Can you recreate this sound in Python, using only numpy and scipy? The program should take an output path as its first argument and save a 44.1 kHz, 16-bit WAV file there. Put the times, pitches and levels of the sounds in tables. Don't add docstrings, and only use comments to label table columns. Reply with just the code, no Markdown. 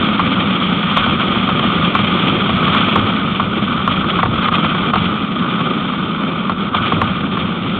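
import sys
import numpy as np
from scipy import signal
from scipy.fft import rfft, irfft, next_fast_len
from scipy.io import wavfile
from scipy.ndimage import uniform_filter1d

SR = 44100
rng = np.random.default_rng(int(sys.argv[2]) if len(sys.argv) > 2 else 0)


def wav_out(sig):
    wavfile.write(sys.argv[1], SR, np.round(np.clip(np.atleast_2d(sig).T, -1, 1) * 32767).astype(np.int16))


N = 343539
TIME = np.arange(N) / SR
TREBLE_LIMIT_HZ = 4600

# start in seconds, level in dB, pitch in Hz above which the clack fades.
ROAD_BUMPS = [(0.195, -0.5, 1600), (0.972, 0.5, 1350), (1.063, 2.5, 990), (1.489, 1.5, 1060),
              (1.594, -7, 1500), (1.639, 0, 1070), (1.9511, 2.5, 1560), (1.99, 0, 1100), (2.492, 3, 1004),
              (2.679, -3.5, 1600), (2.748, -3.5, 1500), (2.884, -9, 1760), (2.9584, 9, 1110),
              (3.398, -0.5, 1420), (3.877, -0.5, 1550), (4.043, -8.5, 1600), (4.19, -3, 1450),
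              (4.23, 9, 1080), (4.258, 2, 1050), (4.485, -3, 1500), (4.526, -7, 1700), (4.645, -3.5, 1520),
              (4.749, -10, 1510), (4.936, 3, 1267), (4.9576, 5.5, 1040), (5.936, -12, 1600),
              (6.496, -3, 1500), (6.746, 3.5, 1090), (6.9215, 3.5, 1100), (7.016, 6, 1160),
              (7.372, -8, 1490)]
# frequency in Hz, level in dB.
HISS_TONE = [(250, -30), (550, 4), (1200, -1), (1750, -2), (2100, 0), (3600, -8), (4500, -3.5)]


def fittings(load, hop_db, skitter_db):
    # pitch in Hz, width in Hz, level in dB.
    resonances = [(870, 230, -11.5), (1135, 23, -2.5), (1215, 118, 3), (1260, 66, -9), (1450, 24, -18.5)]
    # frequency in Hz, level in dB.
    chatter_tone = [(200, -29), (600, -13), (1000, -3), (1500, 3.5), (1680, -14.5), (2500, -12.5),
                    (4500, -35)]
    shared_taps = 0.59 * impacts(per_s=970, spread_db=0)
    ring = sum(gain_of(db) * resonate(shared_taps + impacts(per_s=900, spread_db=5), hz, width)
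               for hz, width, db in resonances)
    chatter = colour(ring, chatter_tone) * gain_of(1.5 * load)
    level_db = ride_db("chatter") - 0.4 + 0.71 * hop_db + skitter_db
    level_db += 1.3 * wander(low_hz=4, high_hz=9.3)
    return gain_of(level_db) * steadied(chatter, size=2000)


def body(load, hop_db, skitter_db):
    # pitch in Hz, width in Hz, level in dB.
    resonances = [(192, 55.7, -0.5), (232, 61, -6.5), (347, 65, -13), (514, 94, -17.5)]
    # frequency in Hz, level in dB.
    drum_tone = [(40, -36.5), (110, -6), (170, 1.5), (600, -4.5), (1000, -2.5), (1600, -22), (3000, -38)]
    pressure = gain_of(1.2 * load)
    drum = sum(gain_of(db) * resonate(impacts(per_s=2500, spread_db=2.5) * pressure, hz, width)
               for hz, width, db in resonances)
    usual_hiss_db = -25
    level_db = -17 + 0.41 * (ride_db("hiss") - usual_hiss_db) + 0.6 * hop_db - 0.55 * skitter_db
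    level_db += 0.92 * wander(low_hz=2, high_hz=6.1)
    return gain_of(level_db) * steadied(colour(drum, drum_tone), size=3000)


def wheels(load, hop_db, skitter_db):
    # pitch in Hz, width in Hz, level in dB, extra dB per dB of rolling.
    resonances = [(2372, 260, -5.5, 0.2), (3224, 364, -0.5, 0.26), (3594, 92, -4, -0.3)]
    # frequency in Hz, level in dB.
    rim_tone = [(1000, -22), (1800, -3.5), (2250, 1.5), (3600, -1.5), (3800, -5), (4500, -14)]
    level = gain_of(ride_db("hiss") + hop_db + 1.3 * skitter_db + 0.73 * wander(low_hz=3.4, high_hz=7.6))
    effort = evened(level)
    ring = sum(gain_of(db) * effort ** growth * resonate(impacts(per_s=5000, spread_db=2), hz, width)
               for hz, width, db, growth in resonances)
    grit = impacts(per_s=3500, spread_db=3)
    hiss = evened(colour(grit, HISS_TONE)) * gain_of(3) * effort ** 0.15
    rasp = low_pass(evened(colour(ring, rim_tone)) + hiss, TREBLE_LIMIT_HZ)
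    surge_db = 0.83 * load + 1.3 * wander(low_hz=9.9, high_hz=30.2)
    return gain_of(1.4) * level * steadied(rasp * gain_of(surge_db), size=3200)


def knocks():
    # pitch in Hz, level in dB, seconds to fade by 60 dB.
    chassis_notes = [(482, -18, 0.036), (764, -14, 0.044), (920, -15.5, 0.061), (1101, -1, 0.033),
                     (1189, 0, .035), (1348, -3.5, 0.042), (1530, -15, 0.034)]
    thud_hz, thud_rise_s, thud_fade_s = 123, 0.012, 0.066
    contact_s, crack_fade_s = 0.00093, 0.035
    t, out = np.arange(6000) / SR, np.zeros(N)
    thud = np.sin(2 * np.pi * thud_hz * t) * (1 - np.exp(-t / thud_rise_s))
    thud *= gain_of(-16 - 60 * t / thud_fade_s)
    for s, db, cutoff_hz in ROAD_BUMPS:
        clack = sum(gain_of(level - 60 * t / fade_s) / (1 + (hz / cutoff_hz) ** 8)
                    * np.sin(2 * np.pi * hz * t) for hz, level, fade_s in chassis_notes)
        clack *= 1 - np.exp(-t / contact_s)
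        crack = evened(low_pass(colour(rng.standard_normal(len(t)), HISS_TONE), TREBLE_LIMIT_HZ))
        crack_db = -15 + 12.5 * np.log2(cutoff_hz / 1280)
        crack *= gain_of(crack_db - 60 * t / crack_fade_s)
        add(out, s, gain_of(db) * (clack + crack + thud))
    return out


def frame():
    # time in seconds, level in dB.
    rocking_levels = [(0.0, -29), (0.3, -27), (0.75, -32.5), (1.6, -29.5), (2.6, -28), (3.6, -29.5),
                      (4.65, -31), (5.3, -35.5), (6.5, -36), (7.0, -27), (7.2, -33), (7.79, -28)]
    # frequency in Hz, level in dB.
    rumble_tone = [(10, -24), (25, -18.5), (45, -9.5), (60, -12.5), (88, 2.5), (115, 2), (150, -6),
                   (260, -46)]
    rise_s = 0.042
    t, heave_power = np.arange(SR // 2) / SR, np.zeros(N)
    swell = t / rise_s * np.exp(1 - t / rise_s)
    for s, db, _ in ROAD_BUMPS:
        add(heave_power, s, (gain_of(-27.5 + 0.85 * db) * swell) ** 2)
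    rocking = gain_of(np.interp(TIME, *np.transpose(rocking_levels)) + 2 * wander(low_hz=2.5, high_hz=9))
    rumble = steadied(colour(rng.standard_normal(N), rumble_tone), size=5000)
    return np.sqrt(rocking ** 2 + heave_power) * rumble


def ride_db(layer):
    # time in seconds, wheel hiss in dB, chatter in dB.
    ride_levels = [(0.0, -23, -21), (0.851, -23, -21.5), (1.048, -23.5, -20), (2.249, -21.5, -21),
                   (2.55, -22.5, -20.5), (2.8, -20, -18), (3.25, -26, -22.5), (3.599, -26.5, -23),
                   (4.249, -25.5, -21), (4.58, -24, -19.8), (5.0, -25, -20.5), (5.249, -29, -24.5),
                   (5.6, -26, -21.5), (5.95, -29, -24), (6.62, -29.5, -24), (6.871, -26, -20.5),
                   (7.2, -28.5, -25), (7.79, -28.5, -26.5)]
    times, hiss_db, chatter_db = np.transpose(ride_levels)
    return np.interp(TIME, times, {"hiss": hiss_db, "chatter": chatter_db}[layer])


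def swells(rows):
    out = np.zeros(N)
    for s, length, db in rows:
        t = np.arange(-2 * length, 2 * length, 1 / SR)
        add(out, s - 2 * length, db * np.exp(-(2 * t / length) ** 2))
    return out


def impacts(per_s, spread_db):
    hit = rng.random(N) < per_s / SR
    direction = rng.choice([-1, 1], N)
    return evened(hit * direction * gain_of(spread_db * np.clip(rng.standard_normal(N), -2, 2)))


def wander(low_hz, high_hz):
    f = np.fft.rfftfreq(N, 1 / SR)
    return evened(irfft(rfft(rng.standard_normal(N)) * f / (f + low_hz) / (1 + (f / high_hz) ** 2), N))


def resonate(x, hz, width):
    return signal.lfilter(*signal.iirpeak(hz, hz / width, fs=SR), x)


def colour(x, points):
    hz, db = np.transpose(points)
    size = next_fast_len(len(x) + 2048)
    f = np.fft.rfftfreq(size, 1 / SR)
    curve = gain_of(np.interp(np.log(f + 1), np.log(hz), db))
    return irfft(rfft(x, size) * curve, size)[:len(x)]


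def low_pass(x, hz):
    return signal.oaconvolve(x, signal.firwin(701, hz, window=("kaiser", 9), fs=SR), "same")


def steadied(x, size):
    power = uniform_filter1d(uniform_filter1d(x ** 2, size), size)
    return x / np.sqrt(abs(power) + 1e-12)


def evened(x):
    return x / np.sqrt(np.mean(x ** 2) + 1e-20)


def gain_of(db):
    return 10 ** (np.asarray(db) / 20)


def add(mix, s, sound):
    part = mix[max(round(s * SR), 0):][:len(sound)]
    part += sound[:len(part)]


def scene():
    # middle in seconds, length in seconds, dip in dB.
    hops = [(0.78, 0.037, -2.5), (1.18, 0.024, -6), (1.92, .05, -3), (3.49, 0.052, -5.5), (4.05, .04, -3.5),
            (4.285, 0.081, -6), (4.503, 0.025, -10), (4.925, .02, -8), (5.33, .04, -1.5), (6.55, 0.044, -6),
            (6.712, .035, -6.5), (7.3, 0.037, -3.5), (7.59, 0.055, -3)]
    # middle in seconds, length in seconds, extra chatter in dB.
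    skitters = [(1.0, 0.1, 5), (1.21, 0.023, 4.5), (1.86, 0.021, 3), (2.77, .05, 2), (3.92, .04, 3.5),
                (4.1, 0.027, 5), (4.452, 0.032, 3.5), (4.548, 0.051, 4), (6.765, 0.043, 4),
                (6.865, 0.04, 4.5), (7.4, .04, 2.5)]
    load = wander(low_hz=4.2, high_hz=38)
    hop_db, skitter_db = swells(hops), swells(skitters)
    lead_s, length_s, dip_db = 0.014, 0.03, -1.5
    lift_db = swells([(s - lead_s, length_s, dip_db) for s, *_ in ROAD_BUMPS])
    drumming = body(load, hop_db + lift_db, skitter_db)
    chatter = fittings(load, hop_db + lift_db, skitter_db)
    hiss = wheels(load, hop_db + 0.27 * lift_db, skitter_db)
    return (drumming + chatter + hiss + frame() + knocks())[None]


def record(dry):
    # frequency in Hz, level in dB.
    microphone_tone = [(10, -2), (3500, 0), (3750, -4.5), (4000, -7.5), (4400, -21.5), (4700, -34)]
    ceiling = 0.72
    squashed = dry[0] / (1 + (dry[0] / ceiling) ** 8) ** (1 / 8)
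    dull = low_pass(colour(squashed, microphone_tone), TREBLE_LIMIT_HZ)
    shaved = dull / (1 + (dull / ceiling) ** 30) ** (1 / 30)
    return low_pass(shaved, hz=15800)[None]


dry = scene()
out = record(dry)
wav_out(out)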